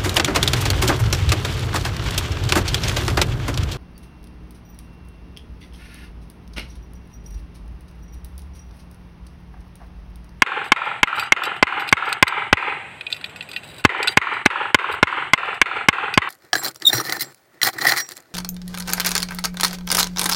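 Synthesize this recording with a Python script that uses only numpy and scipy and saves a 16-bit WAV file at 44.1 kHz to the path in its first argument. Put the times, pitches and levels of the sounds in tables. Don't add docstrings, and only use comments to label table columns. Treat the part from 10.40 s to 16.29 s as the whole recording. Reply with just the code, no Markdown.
import sys
import numpy as np
from scipy import signal
from scipy.fft import rfft, irfft, next_fast_len
from scipy.io import wavfile
from scipy.ndimage import uniform_filter1d, minimum_filter1d, map_coordinates

SR = 44100
rng = np.random.default_rng(int(sys.argv[2]) if len(sys.argv) > 2 else 0)


def store_wav(level_fs):
    pcm = np.round(np.clip(np.atleast_2d(level_fs), -1, 1) * 32767)
    wavfile.write(sys.argv[1], SR, pcm.T.astype(np.int16))


N = 259749

# (time [s], weight carried through the punch into the block [dB])
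BLOWS = [(0.0202, -12), (0.319, -9.5), (0.6302, -13), (0.921, -12.5), (1.226, -3), (1.5257, -3.5),
         (1.8255, -2.5), (2.1276, 0.5), (3.4494, 3), (3.772, -2.5), (4.0595, -3), (4.3447, -4), (4.628, -2),
         (4.9338, -13.5), (5.215, -13.5), (5.4853, -4), (5.7753, 0.5)]
# (frequency [Hz], level [dB], nominal t60 [s])
PUNCH_MODES = [(832, -11, .03), (1066, -5, .032), (1270, -12, .022), (1480, -3, .025), (1660, -6, .027),
               (2110, 1, .029), (2290, -4, .027), (2550, -4, .024), (2850, -8, .02), (3150, -12, .018),
               (3660, -16, .02), (4800, -25, .015)]
# (frequency [Hz], level [dB], t60 [s])
BLOCK_MODES = [(264.6, 1, 0.016), (431, 0, 0.012), (593, -5.5, 0.018)]
# (delay [s], level [dB])
WALL_ECHOES = [(.026, -16), (.041, -1), (.049, 0), (.069, -4), (.096, -1), (.116, -9), (.141, -9),
               (.15, -6), (.168, -16), (.193, -12), (.219, -20), (.24, -16)]
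# (frequency [Hz], t60 [s])
YARD_T60 = [(200, .7), (1200, .8), (2600, .74), (5000, .5), (12000, .3)]
# (frequency [Hz], level [dB], ring time [ratio])
STEEL_MODES = [(1480, 9, 1.03), (1940, 9, 0.47), (2494, 9.5, 0.76), (2705, 1, 1.21), (3030, -7.5, 1.17),
               (3534, -3, 0.75), (3887, -13, 1.94), (4753, -10, 1.77), (5460, -14, 0.84),
               (6320, -18.5, 2.1), (7700, -7, 1.3), (8020, -9.5, 1.84), (9400, -35, 0.67),
               (10430, -10, 0.85), (11470, -11, 1.4), (12100, -2, 0.94), (13760, -28, 1), (15100, -21, .8)]
# (time [s], level [dB], nominal t60 [s])
CLINKS = [(0.795, -14, 0.052), (1.035, -8.5, 0.052), (1.0524, -14, 0.042), (1.4892, -9.5, 0.02),
          (1.7265, -7, 0.024), (1.8787, -1.5, 0.026), (3.114, -19, 0.013), (3.4404, -11, 0.043),
          (3.628, -11, 0.04), (3.6731, -7.5, 0.054), (3.7675, -15, .04), (4.0545, -5, 0.038),
          (5.7387, -11.5, 0.058)]
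# (start [s], length [s], typical tick level [dB])
JINGLES = [(0.76, 0.14, -25), (1.36, 0.35, -26.5), (2.699, .48, -28.5)]
# (time [s], level [dB], pitch [Hz], nominal t60 [s])
KNOCKS = [(2.609, -13.5, 2100, 0.029), (2.6657, -12, 3050, .031), (2.725, -2, 3950, 0.021),
          (2.811, -19, 1780, 0.023), (2.8414, -9, 3370, 0.039), (3.0073, -14.5, 2550, 0.041),
          (3.1617, -10.5, 2900, 0.067), (3.68, 4.5, 3420, 0.013)]
# (start [s], length [s], level [dB])
RUBS = [(0.252, 0.043, -43.5), (0.734, 0.12, -43.5), (3.205, 0.25, -47.5), (3.678, 0.072, -43),
        (4.509, 0.051, -40)]
# (frequency [Hz], relative spectral density [dB])
CRACK_SPECTRUM = [(200, 2.5), (700, -8), (1100, 3.5), (2300, 5), (3200, 3.5), (4500, -18.5), (9000, -25),
                  (15000, -47)]
YARD_SPECTRUM = [(150, -30), (300, -21), (620, -14.5), (790, 4), (1150, -7), (1350, 2.5), (1800, 1.5),
                 (2450, 3), (3200, -5), (4100, -15.5), (5400, -35.5), (8000, -30.5), (12000, -50)]
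FLUTTER_SPECTRUM = [(150, -52), (280, -14), (410, 1.5), (620, -14.5), (830, 1), (1350, 8), (1900, -3.5),
                    (2600, -15), (3600, -24.5), (5400, -46), (12000, -55)]
GRIT_SPECTRUM = [(1500, -25), (3200, 9.5), (4000, 17.5), (4800, 9), (6200, -10.5), (8500, 13.5),
                 (11500, -2.5), (14000, 4), (16000, -1)]
SHIFT_SPECTRUM = [(30, -28), (70, 2), (140, -4), (300, -30), (1000, -80)]
AIR_SPECTRUM = [(25, -23), (45, -21), (75, 6), (140, 9.5), (230, 2), (400, 1.5), (700, 2.5), (1200, -1.5),
                (2800, -0.5), (4200, -12), (6000, -57), (9000, -71)]
HISS_SPECTRUM = [(3000, 0), (6000, -10), (7000, -5), (8000, 7.5), (9200, -1.5), (10300, -10), (12000, -15),
                 (15500, -26)]


def hammer(contact_s=0.00085, grip_detune=0.022, grip_ring_share=0.83, bounce_s=0.0032):
    track, t = np.zeros(N), np.arange(SR // 8) / SR
    hz, mode_db, t60 = np.transpose(PUNCH_MODES)[:, :, None]
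    wood = sum((-1) ** k * amp(db) * np.sin(2 * np.pi * f * t) * fade(t, life)
               for k, (f, db, life) in enumerate(BLOCK_MODES))
    sinking_hz = 60 + 70 * np.exp(-t / 0.012)
    thud = np.sin(2 * np.pi * np.cumsum(sinking_hz) / SR) * fade(t, 0.049)
    start_phase = 2 * np.pi * rng.random(hz.shape)
    for s, weight_db in BLOWS:
        force_db, tilt_db_per_octave = strike(weight_db)
        level_db = mode_db + tilt_db_per_octave * np.log2(hz / 1600) + 2 * rng.standard_normal(hz.shape)
        gripped_hz = hz * (1 + grip_detune * rng.standard_normal(hz.shape))
        phase = 2 * np.pi * gripped_hz * t + start_phase + .5 * rng.standard_normal(hz.shape)
        ring = np.sum(amp(level_db) * np.sin(phase) * fade(t, grip_ring_share * t60, contact_s), axis=0)
        crack = noise(CRACK_SPECTRUM, len(t)) * fade(t, .028, contact_s)
        steel = amp(force_db) * (amp(8) * ring + crack)
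        ground = amp(-9 + 1.8 * weight_db) * thud
        add(track, s, steel + amp(2 + weight_db) * wood - ground)
        add(track, s + bounce_s, amp(force_db - 1) * noise(CRACK_SPECTRUM, len(t)) * fade(t, .02))
    return track


def strike(weight_db):
    return -4 + 0.087 * weight_db, -2 - 0.04 * weight_db


def yard_echoes(recolour=0.053):
    t = np.arange(SR) / SR
    hz, frame_s, bands = signal.stft(noise(YARD_SPECTRUM, SR), SR, nperseg=256)
    tail = signal.istft(bands * fade(frame_s, along(YARD_T60, hz)[:, None]), SR, nperseg=256)[1][:SR]
    response = amp(-18) * noise(YARD_SPECTRUM, SR) * fade(t - .008, .4, .004)
    slap = amp(1) * noise(YARD_SPECTRUM, SR) * fade(t, .07, .001)
    add(response, .0422, slap + amp(-7) * tail)
    flutter = np.sqrt(sum((amp(db) * fade(t - delay, .045, .003)) ** 2 for delay, db in WALL_ECHOES))
    response += amp(3) * flutter * noise(FLUTTER_SPECTRUM, SR)
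    track = np.zeros(N)
    for s, weight_db in BLOWS:
        force_db, tilt_db_per_octave = strike(weight_db)
        contact = recolour * rng.standard_normal(256) * fade(t[:256], .03)
        contact[0] = 1
        tilt = lambda f: amp(.5 * tilt_db_per_octave * np.log2(np.clip(f, 700, 3000) / 1600))
        add(track, s, amp(force_db - 4.5) * filtered(signal.fftconvolve(response, contact), tilt))
    return track


def clinks(pitch_hz=4000, rattles_per_s=4, rattle_t60=0.063, jingles_per_s=22, jingle_t60=0.076):
    events = [(s, db, pitch_hz, t60) for s, db, t60 in CLINKS]
    spells = [(0.0021, N / SR, -32.5, rattles_per_s, rattle_t60)]
    spells += [(*spell, jingles_per_s, jingle_t60) for spell in JINGLES]
    for s, length, db, rate, t60 in spells:
        for _ in range(round(rate * length)):
            events.append((s + length * rng.random(), rng.normal(db, 0.5), pitch_hz, t60))
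    return amp(1) * small_steel(events, width_octaves=0.81, click_db=-7, attack_s=0.001)


def knocks():
    return amp(-3) * small_steel(KNOCKS, width_octaves=0.35, click_db=-5.5, attack_s=0.0017)


def small_steel(events, width_octaves, click_db, attack_s):
    track, t = np.zeros(N), np.arange(SR // 4) / SR
    hz, mode_db, ring_time = np.transpose(STEEL_MODES)[:, :, None]
    for s, db, pitch_hz, t60 in events:
        focus = lambda f: 1 / (1 + (np.log2((f + 1) / pitch_hz) / width_octaves) ** 2)
        strength_db, detune, damping = rng.normal(0, [3.5, .012, .3], (len(hz), 3)).T[:, :, None]
        gains = amp(mode_db + strength_db) * focus(hz)
        phase = 2 * np.pi * (hz * t * (1 + detune) + rng.random(hz.shape))
        decay = fade(t, t60 * ring_time * np.exp(-damping), attack_s)
        ring = np.sum(gains * np.sin(phase) * decay, axis=0) / np.linalg.norm(gains)
        click = unit(filtered(noise(GRIT_SPECTRUM, len(t)), focus)) * fade(t, .025, attack_s)
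        add(track, s, amp(db) * (ring + amp(click_db) * click))
    return track


def rubs(slips_per_s=350, turn_start_s=2.4, turn_length_s=0.91):
    strokes, t = np.zeros(N), np.arange(SR // 12) / SR
    turn = (turn_start_s, turn_length_s, -63.5)
    for s, length, db in RUBS + [turn]:
        add(strokes, s, amp(db) * signal.windows.tukey(int(length * SR), .5))
    slips = (rng.random(N) < slips_per_s / SR) * rng.standard_normal(N)
    ring = np.zeros(len(t))
    for hz, _, ring_time in STEEL_MODES:
        mode = np.sin(2 * np.pi * (hz * t + rng.random())) * fade(t, 0.015 * ring_time)
        ring += amp(along(GRIT_SPECTRUM, hz)) * mode
    grit = unit(signal.fftconvolve(slips, ring)[:N]) + amp(-6) * noise(GRIT_SPECTRUM, N)
    catches = unit(amp(3 * wobble(90)))
    return strokes * (catches * grit + amp(-3) * noise(SHIFT_SPECTRUM, N))


def background(air_db=-44, hiss_db=-59):
    sway = amp(1.2 * wobble(7))
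    return amp(air_db) * sway * noise(AIR_SPECTRUM, N) + amp(hiss_db) * noise(HISS_SPECTRUM, N)


def amp(db):
    return 10 ** (np.asarray(db) / 20)


def unit(x):
    return x / np.sqrt(np.mean(x ** 2) + 1e-20)


def along(points, hz):
    f, values = np.transpose(points)
    return np.interp(np.log(hz + 1), np.log(f), values)


def filtered(x, response):
    size = next_fast_len(len(x) + 8192)
    return irfft(rfft(x, size) * response(np.fft.rfftfreq(size, 1 / SR)), size)[:len(x)]


def noise(spectrum, size):
    return unit(filtered(rng.standard_normal(size), lambda hz: amp(along(spectrum, hz))))


def wobble(knots_per_s):
    knots = rng.standard_normal(int(N * knots_per_s / SR) + 4)
    return map_coordinates(knots, [np.arange(N) * knots_per_s / SR])


def fade(t, t60, attack_s=0.00031):
    t = np.maximum(t, 0)
    return (1 - np.exp(-(t / attack_s) ** 2)) * np.exp(-np.log(1000) * t / t60)


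def add(track, s, sound):
    start = max(round(s * SR), 0)
    track[start:start + len(sound)] += sound[:max(len(track) - start, 0)]


def scene():
    return (amp(14) * hammer() + yard_echoes() + knocks() + rubs() + background() + clinks())[None]


def gain_control(x, ceiling=.92, ahead_s=0.041, hold_s=0.038, release_db_per_s=115):
    ahead, hold = int(ahead_s * SR), int(hold_s * SR)
    span = ahead + hold
    need_db = np.minimum(20 * np.log10(ceiling / (np.abs(x) + 1e-9)), 0)
    held_db = minimum_filter1d(np.pad(need_db, (ahead, 0)), span, origin=(span - 1) // 2)[ahead:]
    climb_db = release_db_per_s * np.arange(N) / SR
    gain_db = np.pad(climb_db + np.minimum.accumulate(held_db - climb_db), (0, ahead), mode="edge")
    smooth_db = uniform_filter1d(gain_db, ahead, origin=(ahead - 1) // 2)[ahead:]
    return x * amp(smooth_db)


def record(dry, overload_db=12, hardness=5, low_hz=35, top_hz=15800):
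    clipped = dry[0] / (1 + np.abs(dry[0] / amp(overload_db)) ** hardness) ** (1 / hardness)
    band = lambda hz: hz ** 2 / (hz ** 2 + low_hz ** 2) / np.sqrt(1 + (hz / top_hz) ** 120)
    return filtered(gain_control(clipped), band)[None]


dry = scene()
out = record(dry)
store_wav(out)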